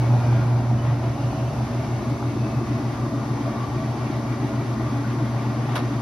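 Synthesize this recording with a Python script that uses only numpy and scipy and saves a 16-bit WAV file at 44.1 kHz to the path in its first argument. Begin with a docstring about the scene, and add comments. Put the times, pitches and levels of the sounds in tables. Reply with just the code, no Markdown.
"""A top-loading washing machine spins its empty tub, lid open, the microphone just above the rim.
The motor hums at twice the mains rate; reflected off the tub, the hum throbs faster as it gathers speed.
The drive belt brings the same rough spots round on every lap and bumps the cabinet. The tub rumbles,
swishes, squeaks and ticks, and near the end something clatters once. The microphone backs off behind
the rim for a moment, then leans in over the opening."""
import sys
import numpy as np
from scipy import signal
from scipy.fft import rfft, irfft, next_fast_len
from scipy.io import wavfile
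from scipy.ndimage import map_coordinates

SR = 44100
rng = np.random.default_rng(int(sys.argv[2]) if len(sys.argv) > 2 else 0)


def materialize(psi):
    """Save the field psi as 16-bit PCM at rate SR to the path in sys.argv[1].

    A 1-D psi becomes a single channel; in a 2-D psi each row is a channel.
    """
    bounded = np.clip(np.atleast_2d(psi).T, -1, 1)
    quanta = np.round(bounded * 32767).astype(np.int16)
    wavfile.write(sys.argv[1], SR, quanta)


N = 265041
T = np.arange(N) / SR
SIDES = np.array([[1], [-1]])   # left, right
HUM_HZ, BELT_LAP_S = 119.94, .3457

# The tub gathering speed. Each row: time in seconds, throbs per second.
THROB_RATE = [(0, 4.8), (1, 5.539), (2, 6.174), (3, 6.711), (4, 7.223), (5, 7.69), (6.01, 8.428)]
# The microphone moving over the opening. Each row: time in seconds, lean from 0 to 1.
MIC_LEAN = [(0, 0.01), (.8, 0.05), (1.5, 0.2), (2.3, 0.72), (3.2, 0.89), (4.5, 0.91), (6, 0.92)]
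# Left-right likeness and balance by frequency; the treble alternates between opposed and matching bands.
# Each row: frequency in Hz, likeness from -1 to 1, left minus right in dB.
LEFT_RIGHT = [(100, .975, .3), (260, .935, .1), (480, .8, 0), (800, .83, 2), (1150, .89, 3),
              (1450, .75, 2.5), (1750, .1, 2), (2200, .25, 0), (2650, .68, -2), (4500, .6, -1.7),
              (6100, .1, -2.5), (7000, -.99, 0), (8800, -.99, 0), (10300, .95, 0), (12300, .95, 0),
              (13800, -.98, 0)]
# Resonances of the steel basket. Each row: centre in Hz, width in Hz, boost in dB.
BASKET_MODES = [(590, 20, 2), (665, 38, 2.5), (702, 24, 3), (742, 15, 2.5), (1055, 9.2, 4), (1142, 27, 5.5),
                (1187, 39, 6), (1271, 35, 10.5), (1380, 80, 6.5), (1425, 30, 4.5), (1527, 31, 2),
                (1840, 160, 2.5), (2374, 58, 1.5), (2710, 44, 2.5), (3580, 100, 3), (3840, 89, 2.5),
                (4530, 420, 3), (4940, 120, 3.5), (5530, 110, 4.5), (6090, 130, 4.5)]


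def from_db(db):
    """Decibels to gain."""
    return 10 ** (np.asarray(db) / 20)


def rms_one(x):
    """Scale to an rms of 1."""
    return x / np.sqrt(np.mean(x ** 2) + 1e-20)


def in_time(rows):
    """Every column of a curve, sample by sample."""
    s, *columns = np.transpose(rows)
    return [np.interp(T, s, c) for c in columns]


def at_hz(rows, hz):
    """Every column of a table, read on a log-frequency axis."""
    points, *columns = np.transpose(rows)
    return [np.interp(np.log(hz + 1e-9), np.log(points), c) for c in columns]


def drift(rate):
    """A smooth random curve of spread near 1, changing about `rate` times a second."""
    knots = rng.standard_normal(1024)
    return map_coordinates(knots, [T * rate], order=3, mode="wrap")


def coloured(spectrum, resonances=(), repeat=0.0):
    """Stereo noise of rms 1; a share `repeat` of its power comes back on every lap of the belt."""
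    size = next_fast_len(N, real=True)
    hz = np.arange(size // 2 + 1) * SR / size
    white = rng.standard_normal((2, size))
    if repeat:
        lap = 2 * round(BELT_LAP_S * SR / 2)
        lap_noise = rms_one(irfft(np.exp(2j * np.pi * rng.random((2, lap // 2 + 1)))))
        white = np.sqrt(1 - repeat) * white + np.sqrt(repeat) * lap_noise[:, np.arange(size) % lap]
    level_db, = at_hz(spectrum, hz)
    octaves_outside = np.abs(np.log2((hz + 1e-9) / np.clip(hz, spectrum[0][0], spectrum[-1][0])))
    level_db -= 24 * octaves_outside
    for centre, width, boost_db in resonances:
        level_db += boost_db / (1 + (2 * (hz - centre) / width) ** 2)
    alike, pan_db = at_hz(LEFT_RIGHT, hz)
    mid, side = rfft(white)
    pair = np.sqrt(1 + alike) * mid + SIDES * np.sqrt(1 - alike) * side
    return rms_one(irfft(pair * from_db(level_db + SIDES * pan_db / 2), size)[:, :N])


def placed(x, hz):
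    """Pan a tone by the left-right balance at its frequency."""
    _, pan_db = at_hz(LEFT_RIGHT, hz)
    return x * from_db(SIDES * pan_db / 2)


def swung(x, swing_db):
    """A source slides from right to left as the microphone leans in; it is centred at a lean of 0.37."""
    lean, = in_time(MIC_LEAN)
    return x * from_db(SIDES * swing_db * (lean - .37) / 2)


def noise_levels():
    """The level in dB of each noise follows the microphone's position and the tub's speed."""
    # Each entry, by noise: base level in dB, then dB added at full lean, when fully behind the rim,
    # and for each throb per second gained.
    responses = {"rumble": (-31, -3.5, -2, -1), "drone": (-32, 1.5, -3, -0.5),
                 "whirr": (-35, -4, -1.5, 0.61), "ring": (-47.5, 5.5, -1.5, 0.2),
                 "swish": (-44.5, -3, -4.5, 1.64), "hiss": (-48.5, -1.45, -1.8, 0.15)}
    # The microphone backs off and returns. 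Each row: time in seconds, tub hidden by the rim from 0 to 1.
    behind_rim = [(.25, 0.2), (1.1, 0.68), (2.2, 0.19)]
    lean, = in_time(MIC_LEAN)
    hidden, = in_time(behind_rim)
    rate, = in_time(THROB_RATE)
    levels = {name: base_db + lean_db * lean + rim_db * hidden + speed_db * (rate - rate[0])
              for name, (base_db, lean_db, rim_db, speed_db) in responses.items()}
    surge_db = 1.7 * np.exp(-.5 * ((T - .16) / .19) ** 2)   # one swell as the spin takes hold
    for name in ("whirr", "ring", "swish"):
        levels[name] += surge_db
    return levels


def motor_hum(waver_rad, left_lead_rad):
    """Reflections off the turning tub, shifted up and down by the throb rate, beat with the direct hum."""
    # The hum is loudest low by the cabinet. Each row: time in seconds, then levels in dB of the direct
    # hum, its reflection off nearing surfaces and its reflection off leaving ones.
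    path_levels = [(0, -17.5, -28, -40), (.5, -19.5, -36, -39), (.9, -21.9, -38, -32),
                   (1.3, -27.5, -32.5, -40), (2.5, -27, -35.5, -39), (3.6, -29, -34.5, -47),
                   (4.4, -28, -35, -42), (5.3, -25.5, -38.5, -44), (6, -26.5, -39.5, -42)]
    direct, nearing, leaving = from_db(in_time(path_levels))
    rate, = in_time(THROB_RATE)
    turn = np.exp(2j * np.pi * (.326 + np.cumsum(rate) / SR))
    phase = 2 * np.pi * HUM_HZ * T + waver_rad * drift(21) + SIDES * left_lead_rad / 2
    second_bounce = from_db(-16) * turn   # hum that meets the tub twice
    reflected = nearing * turn * (1 + second_bounce) + leaving * turn.conj()
    return np.sqrt(2) * np.real(np.exp(1j * phase) * (direct + reflected))


def motor_tones(waver_rad, flutter_db):
    """Thin tones of motor and gears waver with the load."""
    # Each row: pitch in Hz, level in dB about which the tone flutters.
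    tones = [(141.8, -41), (148.3, -44.5), (239.9, -43.5), (283.5, -41.5), (566, -54), (661, -56.5),
             (1079.4, -57)]
    out = 0
    for hz, level_db in tones:
        phase = 2 * np.pi * (hz * T + rng.random()) + waver_rad * hz / HUM_HZ * drift(8)
        gain = np.sqrt(2) * from_db(level_db + flutter_db * drift(14))
        out += placed(gain * np.sin(phase), hz)
    return out


def tub_rumble(level_db):
    """The turning tub rumbles in the bass."""
    # Each row: frequency in Hz, relative density in dB.
    spectrum = [(15, -28), (28, -20), (42, -14), (60, -0.5), (95, 0), (145, 0), (180, -8), (260, -7)]
    return from_db(level_db) * coloured(spectrum)


def drone(level_db):
    """A low drone from under the tub, part of it repeating with the belt."""
    # Each row: frequency in Hz, relative density in dB.
    spectrum = [(150, -52), (190, -8), (218, 5), (255, -3), (305, -0.5), (370, -2.5), (410, -6.5),
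                (450, -12.5), (520, -20), (750, -30)]
    return from_db(level_db) * coloured(spectrum, repeat=.11)


def whirr(level_db):
    """A fluttering midrange whirr, coloured by the basket's resonances."""
    # Each row: frequency in Hz, relative density in dB.
    spectrum = [(380, -16), (440, -9), (480, -1), (520, -2.5), (600, 2), (680, 1), (820, 2), (1000, -1),
                (1200, -18.5), (1450, -13), (1700, -17.5), (2400, -20)]
    return from_db(level_db + drift(22.27)) * coloured(spectrum, BASKET_MODES, repeat=.1)


def basket_ring(level_db):
    """The steel basket rings on in a fluttering band just above 1 kHz."""
    # Each row: frequency in Hz, relative density in dB.
    spectrum = [(950, -11), (1050, 5), (1220, 1), (1290, -25), (1430, -10.5), (1560, -9), (1900, -15)]
    return from_db(level_db + 1.3 * drift(13)) * coloured(spectrum, BASKET_MODES, repeat=.066)


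def tub_echoes(x, skew_s):
    """Dull echoes off the tub wall comb the noise; the teeth slide as the microphone moves. Rms 1."""
    # Each row: delay in seconds, its change at full lean in seconds, level in dB.
    echoes = [(.0031, .0006, -13), (.0058, -.0007, -12), (.0093, .0005, -11), (.0141, -.0006, -11),
              (.0207, .0004, -12)]
    lean, = in_time(MIC_LEAN)
    dull = signal.sosfilt(signal.butter(2, 7000, fs=SR, output="sos"), x)
    out = x.copy()
    for k, (delay, change, level_db) in enumerate(echoes):
        for channel, side in enumerate((1, -1)):
            late = delay + change * lean + side * skew_s * (-1) ** k   # from right and left in turn
            out[channel] += from_db(level_db) * np.interp(T - late, T, dull[channel])
    return rms_one(out)


def swish(level_db):
    """Air and stray water swirl round the basket and echo in the tub."""
    # Each row: frequency in Hz, relative density in dB.
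    spectrum = [(900, 0.5), (1350, 0), (1650, 3), (2300, 3), (2550, -4), (2750, -3), (3200, -4.5),
                (4200, -11.5), (6000, -42)]
    return from_db(level_db) * tub_echoes(coloured(spectrum, BASKET_MODES), skew_s=.00003)


def hiss(level_db):
    """The treble of the swirl, which dips as the microphone passes behind the rim."""
    # Each row: frequency in Hz, relative density in dB.
    spectrum = [(2400, -10), (3300, -2), (5200, 0), (6600, -1), (8000, -5), (10000, -8), (12500, -14),
                (15500, -12)]
    # Each row: time in seconds, change of level in dB.
    rim_dip = [(0, 1.5), (.3, 0.9), (.7, -1), (1.0, -0.5), (1.3, 1)]
    dip_db, = in_time(rim_dip)
    return from_db(level_db + dip_db) * tub_echoes(coloured(spectrum, BASKET_MODES), skew_s=.00001)


def belt(uneven_db, slip_s, phase_spread_rad, judder_rad):
    """Each rough spot passes the pulley once a lap and swells a cabinet resonance, never quite the same."""
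    # Each row: time into the lap in seconds, half length in seconds, pitch in Hz, typical peak in dB.
    rough_spots = [(.016, .018, 654, -38.5), (.018, .018, 570, -45), (.040, .017, 304, -33),
                   (.054, .022, 219, -32.5), (.078, .018, 567, -46), (.100, .026, 666, -44.5),
                   (.105, .024, 229, -35), (.152, .014, 825, -45), (.232, .014, 570, -45.5),
                   (.253, .018, 284, -34), (.299, .014, 296, -34), (.304, .014, 352, -35.5),
                   (.322, .014, 640, -43)]
    out = np.zeros((2, N))
    laps = np.arange(-1, N / SR / BELT_LAP_S + 1)
    for s, half_s, hz, level_db in rough_spots:
        strength, slip, shift = rng.standard_normal((len(laps), 3)).T
        lap = np.round((T - s) / BELT_LAP_S).astype(int) + 1
        since = T - s - laps[lap] * BELT_LAP_S
        peak = from_db(level_db + uneven_db * strength[lap])
        swell = peak * np.exp(-.5 * ((since - slip_s * slip[lap]) / half_s) ** 2)
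        judder = judder_rad * drift(hz / 10)   # the rubber grips and slips about every ten cycles
        phase = 2 * np.pi * (hz * since + rng.random()) + phase_spread_rad * shift[lap] + judder
        out += placed(np.sqrt(2) * swell * np.sin(phase), hz)
    return out


def narrow_noise(hz, glide, width_hz, since):
    """A narrow, gliding band of noise; stereo, rms 1."""
    knots = rng.standard_normal((4, 8192))
    position = (since - since[0]) * width_hz
    a, b, c, d = [map_coordinates(row, [position], order=3, mode="wrap") for row in knots]
    alike, _ = at_hz(LEFT_RIGHT, hz)
    pair = np.sqrt(1 + alike) * (a + 1j * b) + SIDES * np.sqrt(1 - alike) * (c + 1j * d)
    carrier = np.exp(2j * np.pi * (hz + glide * since / 2) * since)
    return rms_one(placed(np.real(pair * carrier), hz))


def squeaks():
    """Narrow bands of noise swell and fade as short squeaks or longer swishes."""
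    # Each row: time of the peak in seconds, half length in seconds, pitch in Hz, glide in Hz per
    # second, width in Hz, peak rms level in dB.
    swells = [(.04, .025, 2240, 0, 120, -47), (.32, .2, 2400, -500, 260, -51.5),
              (.4, .12, 1500, 0, 300, -44.5), (.805, .017, 2990, 0, 50, -52.5), (1.3, .6, 2652, 0, 60, -60),
              (1.33, .17, 2900, 0, 350, -54.5), (2.1, .21, 2190, 0, 90, -52),
              (2.46, .049, 2635, 0, 100, -51.5), (2.6, .3, 2560, 0, 200, -56),
              (2.9, .3, 1960, -280, 130, -53.5), (3.04, .031, 1098, 0, 160, -39.5),
              (3.557, .058, 1157, 0, 91, -41), (3.8, .45, 2330, 0, 70, -58),
              (4.075, .018, 2320, 0, 1100, -45), (4.321, .025, 2330, 0, 120, -50.5),
              (4.62, .017, 2290, 2500, 60, -49.5), (4.7, 1.2, 1950, 0, 55, -55.5),
              (5.059, .015, 1450, 0, 200, -41.5), (5.78, .1, 720, 0, 200, -39)]
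    out = np.zeros((2, N))
    for s, half_s, hz, glide, width_hz, level_db in swells:
        near = np.abs(T - s) < 3.5 * half_s
        since = T[near] - s
        swell = from_db(level_db) * np.exp(-.5 * (since / half_s) ** 2)
        out[:, near] += swell * narrow_noise(hz, glide, width_hz, since)
    return out


def bumps():
    """Cabinet bumps and hollow tub knocks: one resonance swings up quickly and dies a little more slowly."""
    # Each row: time of the peak in seconds, pitch in Hz, peak rms level in dB, cycles to swing up.
    knocks = [(.043, 679, -32, 2), (.139, 823, -25, 1.5), (.150, 751, -30, 3), (.166, 817, -28.5, 1.4),
              (.2585, 254, -25, 1.3), (.328, 817, -29, 1.4), (.517, 754, -31, 2), (.577, 605, -32, 3),
              (.634, 257, -27.5, 2.5), (.715, 720, -29.5, 2), (.9915, 260, -24, 1.3),
              (1.3304, 774, -24, 1.3), (1.426, 281, -24.5, 1.3), (1.606, 680, -30, 2),
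              (1.683, 306, -28, 1.5), (2.028, 276, -25, 1.2), (2.073, 240, -25.5, 2.4),
              (2.2274, 856, -24.5, 1.3), (2.2275, 1380, -34, 2), (2.374, 274, -27.5, 1.3),
              (2.509, 250, -27.5, 1.2), (2.616, 313, -27.5, 1.4), (2.719, 268, -26.5, 3),
              (2.829, 240, -27, 3.5), (2.85, 850, -33.5, 5), (2.961, 277, -26, 1.2),
              (3.066, 313, -27.5, 2.4), (3.132, 235, -29, 2.8), (3.412, 275, -26.5, 1.3),
              (3.455, 250, -28, 1.3), (3.468, 679, -25.5, 1.2), (3.480, 658, -29, 2), (3.72, 840, -34.5, 6),
              (3.799, 271, -27, 1), (3.822, 276, -26.5, 1.6), (4.104, 298, -22, 1.3),
              (4.130, 758, -29, 1.4), (4.434, 259, -27.5, 1.3), (4.448, 270, -26.5, 1.5),
              (4.792, 300, -30, 2), (4.809, 800, -29.5, 1.4), (4.926, 248, -26.5, 2),
              (5.1395, 287, -25, 1.3), (5.226, 309, -28, 1.4), (5.237, 269, -27, 1.8),
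              (5.3475, 819, -29.5, 1.6), (5.45, 870, -34, 6), (5.470, 265, -26, 1.3),
              (5.525, 256, -27, 1.3), (5.55, 656, -33, 6), (5.69, 820, -32.5, 5), (5.825, 293, -23, 1.6),
              (5.905, 650, -33, 6)]
    out = np.zeros((2, N))
    for s, hz, level_db, rise_cycles in knocks:
        near = slice(max(int(s * SR) - SR // 20, 0), int(s * SR) + SR // 10)
        cycles = (T[near] - s) * hz
        age = np.maximum(1 + cycles / rise_cycles, 0)
        swing = (age * np.exp(1 - age)) ** 2 * np.sin(2 * np.pi * (cycles + rng.random()))
        out[:, near] += placed(np.sqrt(2) * from_db(level_db) * swing, hz)
    return out


def basket_ticks(per_s, low_hz, high_hz, softest_db, rise_s):
    """Faint ticks set the basket ringing at random pitches, the higher ones more softly."""
    out = np.zeros((2, N))
    for when, pitch, size, side in rng.random((int(per_s * N / SR), 4)):
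        hz = low_hz * (high_hz / low_hz) ** pitch
        near = slice(int(when * N), int(when * N + 10 * rise_s * SR))
        since = T[near] - T[near][0]
        ping = since / rise_s * np.exp(1 - since / rise_s) * np.sin(2 * np.pi * hz * since)
        gain = from_db(softest_db + 3 * size) * np.sqrt(high_hz / hz)
        pan = np.sqrt([[2 * side], [2 - 2 * side]])
        out[:, near] += gain * pan * ping
    return out


def clatter(crack_db, tail_db, snap_db, tail_hz, attack_s):
    """Plastic strikes the tub in quick, snapping knocks, the first ones brightest, with a duller tail."""
    # Each row: start in seconds, base level in dB, extra level of its crack in dB.
    contacts = [(5.7535, -32, 3), (5.7565, -27, 2), (5.7615, -27, 2.5), (5.7675, -28, 1),
                (5.778, -29.5, -1.5), (5.790, -30.5, -4), (5.799, -35, -6)]
    # Spectra of the knocks and of their dry snap. Each row: frequency in Hz, relative density in dB.
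    knock_spectrum = [(250, -10), (450, -2), (780, 1.5), (1300, -2.5), (2400, -6.5), (4000, -7),
                      (7000, -17), (10000, -13), (15500, -29)]
    snap_spectrum = [(1400, 0), (3000, -1), (6000, -9)]
    # The brief ring of the plastic. Each row: centre in Hz, width in Hz, boost in dB.
    plastic_modes = [(570, 60, 4), (760, 70, 7), (1140, 90, 6), (1450, 150, 4), (2200, 200, 2),
                     (3890, 230, 6), (5450, 220, 9), (9700, 300, 4), (11500, 400, 3)]

    def dying(s, db, t60_s):
        since = np.maximum(T - s, 0)
        return (1 - np.exp(-since / attack_s)) * from_db(db - 60 * since / t60_s)

    cracks = np.sqrt(sum(dying(s, db + crack_db + extra, t60_s=.04) ** 2 for s, db, extra in contacts))
    tails = np.sqrt(sum(dying(s, db + tail_db, t60_s=.11) ** 2 for s, db, _ in contacts))
    snaps = sum(dying(s, db + snap_db, t60_s=.009) for s, db, _ in contacts)
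    lowpass = signal.butter(2, tail_hz, fs=SR, output="sos")
    dull = signal.sosfilt(lowpass, coloured(knock_spectrum, plastic_modes))
    bright = coloured(knock_spectrum, plastic_modes)
    return cracks * bright + tails * dull + snaps * coloured(snap_spectrum)


def scene():
    """At the rim: motor and belt from below; ring, swish and knocks from the open tub."""
    db = noise_levels()
    below = tub_rumble(db["rumble"]) + drone(db["drone"])
    belt_gain = from_db(db["drone"] - np.mean(db["drone"]))   # the belt rises and falls with the drone
    below += belt_gain * belt(uneven_db=2, slip_s=.004, phase_spread_rad=.7, judder_rad=.45)
    below += whirr(db["whirr"])
    ring = basket_ring(db["ring"])
    gusts = drift(18)   # air and water swirl unevenly
    swirl = swish(db["swish"] + 1.5 * gusts) + hiss(db["hiss"] + .2 * gusts)
    below += motor_hum(waver_rad=.059, left_lead_rad=.1) + motor_tones(waver_rad=.2, flutter_db=4.5)
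    knocks = clatter(crack_db=-1.3, tail_db=2.3, snap_db=-1, tail_hz=2200, attack_s=.0003) + bumps()
    squeaking = squeaks()
    ticks = basket_ticks(per_s=14, low_hz=1600, high_hz=3200, softest_db=-53, rise_s=.007)
    return swung(below, swing_db=1.3) + swung(ring, swing_db=1.5) + swirl + squeaking + ticks + knocks


def record(dry):
    """The top is cut steeply above 15.75 kHz."""
    return signal.sosfilt(signal.ellip(12, .1, 80, 15750, fs=SR, output="sos"), dry)


dry = scene()
out = record(dry)
materialize(out)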